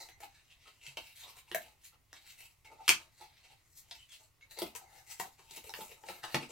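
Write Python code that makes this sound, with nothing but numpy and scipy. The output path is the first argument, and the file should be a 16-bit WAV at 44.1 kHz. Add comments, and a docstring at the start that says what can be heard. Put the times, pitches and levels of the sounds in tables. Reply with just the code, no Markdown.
"""Fingers pry at the flap and insert of a small cardboard box, close to a two-port microphone in a small quiet room.
Skin and card rub in short strokes of stick-slip grains, with squeaks and narrow papery scrapes in fuzzy lines.
Edges catch and snap free, one loudly; the contents slide out and knock the palm: bursts of slip noise.
These grains and bursts shake the hollow box (low), the card faces (middle) and the paper fibres (treble hiss).
Soft pushes of the box ring low; the room answers the contacts over a faint rumble and hiss."""
import sys
import numpy as np
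from scipy import signal
from scipy.fft import rfft, irfft, next_fast_len
from scipy.io import wavfile
from scipy.ndimage import uniform_filter1d

SR = 44100
rng = np.random.default_rng(int(sys.argv[2]) if len(sys.argv) > 2 else 0)


def generate_wav(signal):
    """Clip the signal to [-1, 1] and save it as 16-bit WAV at the path in sys.argv[1]."""
    frames = np.transpose(np.atleast_2d(signal))
    scaled = np.clip(frames, -1, 1) * 32767
    pcm = np.round(scaled).astype(np.int16)
    wavfile.write(sys.argv[1], SR, pcm)


N = 287091  # samples


def gain_of(db):
    """dB to gain."""
    return 10 ** (np.asarray(db) / 20)


def evened(x):
    """Scales to rms 1."""
    return x / np.sqrt(np.mean(x ** 2) + 1e-20)


def read(points, hz):
    """Reads a curve of (f/Hz, value) on a log-frequency axis."""
    f, value = np.transpose(points)
    return np.interp(np.log(hz + 1), np.log(f + 1), value)


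def add(mix, s, sound):
    """Adds a sound at time s, cut off where the mix ends."""
    part = mix[..., round(s * SR):][..., :sound.shape[-1]]
    part += sound[..., :part.shape[-1]]


def ring(hz, width, db, rise_s=.0001):
    """A damped mode: a sine that dies faster the wider its resonance (Hz)."""
    t = np.arange(SR // 5) / SR
    envelope = np.exp(-np.pi * width * t) * (1 - np.exp(-t / rise_s))
    return gain_of(db) * np.sqrt(width) * np.sin(2 * np.pi * hz * t) * envelope


def resonate(x, hz, width):
    """A moving resonance: shifts the curve hz down to zero, smooths twice, and shifts back."""
    turn = np.exp(2j * np.pi * np.cumsum(hz) / SR)
    r = np.exp(-np.pi * width / SR)
    smooth = signal.lfilter([1], np.convolve([1, -r], [1, -r]), x / turn)
    return evened((turn * smooth).real)


def tilted(hiss, tilt_db):
    """Trades the upper treble against the lower."""
    low = signal.sosfiltfilt(signal.butter(1, 9500, fs=SR, output="sos"), hiss)
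    return gain_of(-tilt_db / 2) * low + gain_of(tilt_db / 2) * (hiss - low)


def bodies():
    """Unit-energy responses of card faces, hollow box and fibres; the small faces radiate little below their modes."""
    # card face modes: f/Hz, width/Hz, relative level/dB
    card_modes = [(1776, 420, 4), (2046, 150, 4), (2740, 450, 5), (3833, 210, 7), (4210, 980, 9),
                  (6340, 7300, -9)]
    # hollow box modes: f/Hz, width/Hz, relative level/dB
    box_modes = [(250, 83, -9.5), (327, 160, -2), (493, 297, 1.5), (762, 89, -0.5), (884, 40, -1),
                 (1050, 370, -5.5), (1269, 84, -2.5)]
    # hiss spectrum of the paper fibres: f/Hz, relative level/dB per Hz
    fibre_curve = [(4000, -24.5), (5800, -4), (7600, 2), (9500, -5), (12000, -0.5), (16000, -6)]
    # neighbouring modes start with opposite sign
    card = sum((-1) ** k * ring(*mode) for k, mode in enumerate(card_modes))
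    box = sum((-1) ** k * ring(*mode) for k, mode in enumerate(box_modes))
    card = signal.sosfilt(signal.butter(2, 1500, "high", fs=SR, output="sos"), card)
    fibres = np.zeros(len(card))
    click = irfft(gain_of(read(fibre_curve, np.fft.rfftfreq(128, 1 / SR))))
    fibres[:128] = np.roll(click, 12)
    return [h / np.linalg.norm(h) for h in (card, box, fibres)]


def strokes():
    """Levels of card, box and fibres are the summed power of all strokes; the colour is their power-weighted average."""
    # rubbing strokes: hardest moment/s, swell/s, fade/s, card drive/dB, box drive re card/dB,
    # fibre drive re card/dB, scrape colour/Hz, box tone/Hz, upper re lower treble/dB
    stroke_table = [(0.0, .01, 0.082, -53.5, -2, -2, 4025, 775, -6),
                    (0.236, .05, 0.0415, -55.5, 0.5, -2.5, 2244, 800, 0),
                    (0.383, 0.17, 0.11, -64, -17, -13.5, 2042, 970, -20),
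                    (0.518, .08, 0.056, -65.5, -19, -12, 2836, 847, -21),
                    (0.626, 0.073, .1, -65, -23, -10.5, 3230, 1224, -14),
                    (0.684, 0.091, 0.049, -59.5, -8.5, -10, 2936, 1100, -14),
                    (0.869, 0.099, 0.087, -54, -9.5, -5.5, 2760, 942, -13.5),
                    (1.028, .04, 0.21, -56.5, -15.5, -4.5, 2700, 859, 8),
                    (1.21, .08, 0.16, -50.5, -49, -4.5, 3097, 1117, 3),
                    (1.228, .012, 0.12, -63, 3, -10, 2600, 1200, 3),
                    (1.278, .05, 0.034, -60, 1, -19, 2480, 950, -6),
                    (1.371, 0.1, 0.083, -63, -1.5, -3, 2466, 1023, 5),
                    (1.5, 0.033, 0.083, -66, -6, -3, 2427, 814, -12),
                    (1.62, 0.054, 0.12, -60.5, -2, -2, 2544, 834, -1),
                    (1.854, 0.046, 0.041, -55, -45, 1, 3097, 1124, 1),
                    (1.931, 0.013, .04, -68, 0, -7, 2865, 1295, 2),
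                    (2.159, 0.066, 0.11, -60.5, -7.5, -8, 3000, 572, -5),
                    (2.292, 0.084, 0.072, -55.5, -19, -3.5, 2920, 897, 4),
                    (2.41, 0.071, 0.14, -58.5, -10, 0.5, 2680, 903, 5),
                    (2.66, 0.008, 0.071, -67.5, -2.5, -8, 2320, 830, -14),
                    (2.72, .03, 0.058, -64, 11.5, -8, 2330, 763, -20),
                    (2.808, .02, .04, -62, 14.5, -9, 2413, 826, -23),
                    (2.865, 0.12, 0.044, -62.5, -22, -5, 3064, 881, -3),
                    (3.018, 0.066, .08, -59, 0, -7, 2093, 688, -12),
                    (3.08, 0.042, 0.046, -73.5, 7.5, -9, 2363, 480, 1.5),
                    (3.186, 0.11, 0.054, -65.5, -36.5, -6, 3730, 856, -15),
                    (3.211, 0.014, .11, -55.5, -4.5, -8.5, 3560, 802, 0),
                    (3.4, 0.36, 0.091, -67, -24, -10, 2943, 776, -1),
                    (3.449, 0.054, 0.17, -61.5, -6, -14, 2840, 726, -20),
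                    (3.523, .1, 0.023, -66, -6, -5, 2905, 1012, -3.5),
                    (3.799, 0.14, 0.027, -66, -24, 7, 3640, 823, -0.5),
                    (3.958, 0.19, 0.067, -63.5, -10, -3.5, 2910, 869, -10),
                    (4.03, 0.16, .03, -63.5, -31.5, -11, 2960, 870, -19),
                    (4.095, .02, 0.098, -58, -44, -4.5, 3170, 584, -14),
                    (4.14, 0.12, 0.066, -61.5, -40, -4, 2900, 567, -3),
                    (4.221, 0.12, .1, -74, 0.5, 2.5, 2750, 687, -13),
                    (4.425, 0.02, .05, -66.5, -24.5, -18, 2200, 498, 0),
                    (4.513, 0.022, 0.12, -55, -12.5, -3, 3916, 535, 7),
                    (4.576, .02, .1, -51, -1, -12, 3580, 460, 5),
                    (4.6, .02, .06, -54, -13, -13, 2200, 889, 6),
                    (4.68, 0.15, 0.044, -59, 3, -5, 2590, 623, 18),
                    (4.8, 0.087, 0.156, -71, 7.5, -3, 2028, 875, -1),
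                    (4.978, 0.22, 0.14, -68, 0, 0.5, 1840, 790, -0.5),
                    (5.11, .06, 0.2, -57, -9, 4, 2860, 857, -4),
                    (5.2, .015, 0.051, -49.5, -16, 3, 2000, 780, -4),
                    (5.26, 0.12, .035, -59.5, 2, -2, 3450, 772, 7.5),
                    (5.338, 0.036, 0.023, -63.5, -18, -7, 3500, 835, -2.5),
                    (5.394, .015, 0.23, -65.5, -1, -3, 2255, 777, -12),
                    (5.57, .08, 0.044, -47.5, -7.5, -1.5, 3023, 683, 7),
                    (5.652, .05, 0.17, -62, -2, 4.5, 2890, 454, 6),
                    (5.77, 0.04, 0.12, -61.5, 1, 3.5, 2770, 528, 9),
                    (5.832, .1, 0.11, -62, 5, 6.5, 2630, 714, 2),
                    (5.931, .1, 0.043, -58.5, -15, -2, 2686, 471, -1),
                    (6.02, 0.099, .1, -70.5, 11.5, 6, 2367, 644, -8),
                    (6.1, 0.054, 0.12, -49.5, 0, -3, 2300, 747, 5),
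                    (6.236, .015, .03, -44.5, -15, -7, 1700, 1094, -4),
                    (6.28, .05, 0.16, -67.5, 11, -3, 1806, 930, -11),
                    (6.33, 0.13, .05, -55, -11, -5, 2016, 926, 6),
                    (6.431, 0.067, 0.035, -48, 0.5, -5, 2600, 392, -8),
                    (6.51, 0.052, .05, -59, 4, -1, 2953, 428, -12)]
    span_db = 20  # level change over one swell or one fade
    s, swell_s, fade_s, card_db, box_db, hiss_db, *colour = np.array(stroke_table).T[:, :, None]
    t = np.arange(N // 32 + 2) * 32 / SR
    drop_db = span_db * np.maximum((s - t) / swell_s, (t - s) / fade_s)
    power = gain_of(2 * (card_db - drop_db)) + 1e-30
    levels = [np.sqrt((power * gain_of(2 * db)).sum(0)) for db in (0, box_db, hiss_db)]
    colour = [(power * c).sum(0) / power.sum(0) for c in colour]
    return [np.interp(np.arange(N) / SR, t, c) for c in levels + colour]


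def rubbing():
    """Dense uneven stick-slip grains under a trembling finger; the colour shifts with the grip, also in random patches."""
    # side of the rubbing hand: t/s, left re right level/dB
    hand_side = [(0.0, 2), (3.53, 2), (3.71, 5), (3.95, 1), (4.96, 8), (6.41, 1.5), (6.5, 6)]
    grains_per_s, scrape_width = 6100, 1100  # mean rate, Hz
    scrape_db = -4  # scrape colour re card faces
    card_level, box_level, hiss_level, scrape_hz, box_hz, tilt_db = strokes()
    strength_db = 1.0 * np.minimum(rng.exponential(1, N), 6)
    grains = rng.standard_normal(N) * gain_of(strength_db) * (rng.random(N) < grains_per_s / SR)
    tremble = evened(uniform_filter1d(rng.standard_normal(N), 600))
    drive = evened(grains * gain_of(3.5 * tremble))
    card, box, hiss = (signal.oaconvolve(drive, h)[:N] for h in bodies())
    card = 0.59 * (card + gain_of(scrape_db) * resonate(drive, scrape_hz, scrape_width))
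    box = .5 * box + 0.47 * resonate(drive, box_hz, 180)
    sound = card_level * card + box_level * box + hiss_level * tilted(hiss, tilt_db)
    # random patches in time and frequency, 2.2 dB rms
    z = signal.stft(sound, nperseg=256, noverlap=192)[2]
    patches = uniform_filter1d(rng.standard_normal(z.T.shape).T, 6, 0)
    patches = evened(uniform_filter1d(patches, 24, 1))
    sound = signal.istft(z * gain_of(2.2 * patches), nperseg=256, noverlap=192)[1][:N]
    pan_db = np.interp(np.arange(N) / SR, *np.transpose(hand_side))
    return sound * gain_of([pan_db / 2, -pan_db / 2])


def squeaks_and_scrapes():
    """Squeaks and narrow papery scrapes: fuzzy lines on three multiples of one pitch."""
    # squeaks and scrapes: start t/s, length/s, level of the first line/dB, f/Hz,
    # second multiple re first/dB, third multiple re first/dB
    line_table = [(0, 0.033, -62.5, 2060, 2, -2), (0.076, 0.073, -66, 2060, -7, -6.5),
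                  (2.644, 0.05, -63, 2170, -25, -29), (0.497, 0.042, -72.5, 2630, -26, -26),
                  (0.65, 0.042, -70.5, 1260, -8, -28), (0.841, 0.034, -64, 2600, -20, -29),
                  (3.977, 0.06, -64, 2990, -26, -24), (4.082, 0.075, -65, 3380, -27.5, -24),
                  (4.41, 0.03, -63.5, 2196, -24.5, -12), (4.824, .21, -72, 2080, -24, -13),
                  (5.05, 0.11, -66.5, 2050, -24, -7)]
    line_width = 150  # Hz for the first line, in proportion for the others
    out = np.zeros(N)
    for (s, length, db, hz, *over_db), chance in zip(line_table, rng.standard_normal((len(line_table), SR // 2))):
        x = chance[:round(length * SR)]
        lines = np.zeros(len(x))
        for k, line_db in enumerate((0, *over_db), start=1):
            lines += gain_of(line_db) * resonate(x, np.full(len(x), k * hz), k * line_width)
        add(out, s, gain_of(db) * lines * signal.windows.tukey(len(x), .4))
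    return out


def room(x):
    """A few near echoes, then sparse reflections of random sign, each band dying at its own speed.
    The hands move, so the sound passes slowly from one set of reflections to another."""
    # decay of the room: f/Hz, time to fall 60 dB/s
    decay = [(150, 0.28), (500, 0.13), (1000, 0.24), (2000, 0.18), (5000, 0.19), (12000, 0.15)]
    # share of the reflections common to both ports: f/Hz, share of power
    common = [(300, 0.79), (600, 0.56), (1000, 0.24), (3000, 0.21), (12000, 0.057)]
    # desk and near wall: delay/s, left level/dB, right level/dB
    near_echoes = [(.0022, -19.5, -7.5), (.0065, -10.5, -30), (.011, -9, -18)]
    first_wall, tail_db = 260, -0.5  # samples before the reflections start, tail energy re direct sound
    out, turn = np.zeros((2, N)), np.pi * 1.3 * np.arange(N) / SR
    for shift in range(3):
        # one reflection at a random place in every 20 samples
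        taps, places = np.zeros((3, SR // 2)), np.arange(first_wall, SR // 2 - 20, 20)
        places = places + rng.integers(0, 20, (3, len(places)))
        np.put_along_axis(taps, places, rng.choice([-1., 1.], places.shape), 1)
        hz, t, z = signal.stft(taps, SR, nperseg=256)
        same = read(common, hz)[:, None]
        z = np.sqrt(same) * z[0] + np.sqrt(1 - same) * z[1:]
        z = z * gain_of(-60 * t / read(decay, hz)[:, None])
        tail = signal.istft(z, SR, nperseg=256)[1]
        tail = gain_of(tail_db) * tail / np.linalg.norm(tail[0])
        share = np.sqrt(2 / 3) * np.cos(turn + shift * np.pi / 3)
        out += signal.fftconvolve((x * share)[None], tail, axes=1)[:, :N]
    for s, *db in near_echoes:
        add(out, s, gain_of(db)[:, None] * x)
    return out


def air():
    """Room and microphone noise: steady low rumble and faint hiss, slightly patchy."""
    # noise spectrum: f/Hz, relative level/dB per Hz
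    noise_curve = [(12, -34.5), (20, -5.5), (86, -1.5), (146, -7), (187, -22.5), (262, -17.5), (542, -23),
                   (1120, -19.5), (1710, -27.5), (1860, -17.5), (3070, -26.5), (12400, -28.5),
                   (16000, -29.5)]
    # likeness of the two ports: f/Hz, correlation
    likeness = [(30, 1), (300, 0.38), (1000, 0.44), (4000, .4), (12000, 0.33)]
    level_db = -70.5  # rms over both ports
    frames, hz = N // 512 + 5, np.fft.rfftfreq(2048, 1 / SR)
    a, b, c, d, patches = rng.standard_normal((frames, 1025, 5)).T
    patches = evened(uniform_filter1d(uniform_filter1d(patches, 12, 0), 8, 1))
    same = read(likeness, hz)[:, None]
    left = a + 1j * b
    right = same * left + np.sqrt(1 - same ** 2) * (c + 1j * d)
    z = np.array([left, right]) * gain_of(read(noise_curve, hz)[:, None] + 1.5 * patches)
    return gain_of(level_db) * evened(signal.istft(z, nperseg=2048, noverlap=1536)[1][:, :N])


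def snaps():
    """An edge lets go: a crack and a short slip of noise shake the box; the freed edge and panel ring at their own pitch."""
    # snaps and knocks: t/s, card level/dB, box re card/dB, hiss re card/dB, edge f/Hz, box panel f/Hz,
    # slip decay/s, upper re lower treble/dB, left re right/dB
    snap_table = [(0.087, -48, -4.5, -1, 2010, 776, 0.0045, 4, 1.0),
                  (0.203, -53.5, 1.5, 5.5, 1950, 690, 0.0071, 4, 4),
                  (0.865, -42.5, -38, -4.5, 2500, 1300, 0.0032, -18, 5),
                  (0.9706, -33, -8.5, -8, 2700, 673, 0.0049, -3, 1.5),
                  (1.478, -57, -9, -18, 2400, 950, 0.0051, 3, 2),
                  (1.515, -31, -11.5, -11, 1700, 380, 0.0017, 13, 0),
                  (1.5465, -25, -3.5, 0, 1830, 654, 0.0032, 30, 1),
                  (2.1295, -44, -9, -2, 1810, 323, 0.0013, -22, 2),
                  (2.6458, -55, -4.5, -3, 2370, 880, 0.013, -8, 2),
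                  (2.879, -17.5, -14, -1.5, 1890, 1320, 0.0046, 3, 1),
                  (2.8915, -9, -20, -3.5, 2160, 420, 0.0023, -23, 1),
                  (2.897, -25.5, -7.5, -19, 2180, 880, 0.003, -5, -6),
                  (3.2095, -49.5, 1, -2.5, 4000, 910, 0.0022, -12, -4),
                  (3.9108, -37, -17, -7.5, 3570, 710, 0.0042, -26, 2.5),
                  (4.41, -57, -20, -29, 2060, 435, 0.0035, 13, -3),
                  (4.5875, -37, -6, 5, 4040, 840, 0.0056, 11, 2),
                  (4.6183, -33.5, 4.5, 2, 3330, 371, 0.005, 28, 1.5),
                  (4.7505, -44.5, -0.5, 5.5, 2310, 985, 0.0069, 1, 7),
                  (4.76, -47.5, -21, 7.5, 1750, 1000, 0.0064, -7, 10.5),
                  (5.198, -32, -1, -0.5, 1780, 747, 0.0034, 3, 4.5),
                  (5.392, -54, -4, -9, 1670, 747, 0.0042, -6, 2),
                  (5.509, -46, -8, 1.5, 3800, 760, 0.0037, -17, 5),
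                  (5.574, -53.5, 4, -8, 2500, 486, 0.0016, -3, 2),
                  (5.642, -59.5, 5.5, -8, 2800, 515, 0.0032, -2, 6),
                  (5.6938, -37.5, -7, -6, 5300, 820, 0.00067, -10, 2),
                  (5.7382, -30, -13, -4.5, 1720, 950, 0.0015, 19, 0),
                  (5.788, -53.5, 11, -4, 2600, 506, 0.0025, 0, 4),
                  (5.8062, -45.5, 3.5, 4.5, 3340, 810, 0.0082, 14, 1),
                  (5.915, -51, 1, -6, 2170, 500, 0.0041, 5, 5),
                  (6.037, -47.5, 1, -18, 1600, 835, 0.0012, -8, 6),
                  (6.086, -35.5, -6, -15, 1970, 516, 0.0025, -6, 4),
                  (6.094, -47.5, 5.5, -16, 2330, 840, 0.0041, 0, 10),
                  (6.2382, -34.5, -2.5, -23, 1630, 1220, 0.0035, 7, 6.5),
                  (6.3442, -22.5, -2, -8.5, 2014, 300, 0.005, -5, 1.5),
                  (6.4282, -41.5, -1.5, -12, 2830, 258, 0.0043, -11, 6)]
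    crack, crack_s = 3.5, .0007  # height over the slip noise, decay in s
    rise_share, edge_width = 0.25, 700  # rise time re slip decay, Hz
    out, t = np.zeros((2, N)), np.arange(SR // 10) / SR
    card, box, fibres = bodies()
    noise = rng.standard_normal((len(snap_table), len(t)))
    for (s, db, box_db, hiss_db, edge_hz, box_hz, slip_s, tilt_db, pan_db), chance in zip(snap_table, noise):
        slip = chance * np.exp(-t / slip_s) * (1 - np.exp(-t / (rise_share * slip_s)))
        slip = slip * (1 + crack * np.exp(-t / crack_s))  # the release itself is the hardest moment
        edge, panel = ring(edge_hz, edge_width, 0), ring(box_hz, 62, 0)
        edge = np.diff(edge, prepend=0)  # a small edge radiates little bass
        faces = 0.47 * card + 0.83 * edge / np.linalg.norm(edge)
        hollow = 0.54 * box + 0.89 * panel / np.linalg.norm(panel)
        parts = [signal.fftconvolve(slip, h) for h in (faces, hollow, tilted(fibres, tilt_db))]
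        sound = 0
        for part_db, part in zip((db, db + box_db, db + hiss_db), parts):
            near_peak = np.sort(abs(part))[-6]  # sixth largest sample, steadier than the very peak
            sound = sound + gain_of(part_db) * part / near_peak
        add(out, s, sound * gain_of([[pan_db / 2], [-pan_db / 2]]))
    return out


def thumps():
    """Soft pushes of the whole box against the hand: low single rings that swell softly."""
    # pushes: t/s, peak level/dB, f/Hz, time to fall about 35 dB/s
    thump_table = [(0.875, -58.5, 136, 0.16), (2.896, -55.5, 204.7, 0.12), (4.615, -54.5, 230, 0.17),
                   (5.641, -59, 69.5, 0.043), (6.09, -61.5, 86.5, 0.057), (6.231, -57.5, 116, 0.065),
                   (6.346, -39, 141, 0.13)]
    out = np.zeros(N)
    for s, db, hz, decay_s in thump_table:
        swell = 1 - np.exp(-np.arange(SR // 5) / SR / 0.0035)
        sound = ring(hz, 1.3 / decay_s, 0, rise_s=0.0034) * swell
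        add(out, s, gain_of(db) * sound / abs(sound).max())
    return out


def scene():
    """Direct sound reaches the right port slightly earlier, and is mostly a little louder on the left.
    The box is too small to radiate deep bass; the room answers every contact."""
    left_lag_s = 3e-5
    contacts = rubbing() + squeaks_and_scrapes() + snaps()
    near = signal.sosfilt(signal.butter(2, 170, "high", fs=SR, output="sos"), contacts)
    size = next_fast_len(N)
    lag = np.exp(-2j * np.pi * np.fft.rfftfreq(size, 1 / SR) * [[left_lag_s], [0]])
    direct = irfft(rfft(near, size) * lag, size)[:, :N]
    return direct + room(near.mean(0)) + thumps() + air()


def record(dry):
    """A steep low-pass at 16200 Hz: nothing sounds above it."""
    low_pass = signal.firwin(511, 16200, window=("kaiser", 9), fs=SR)
    return signal.oaconvolve(dry, low_pass[None], "same")


dry = scene()
out = record(dry)
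generate_wav(out)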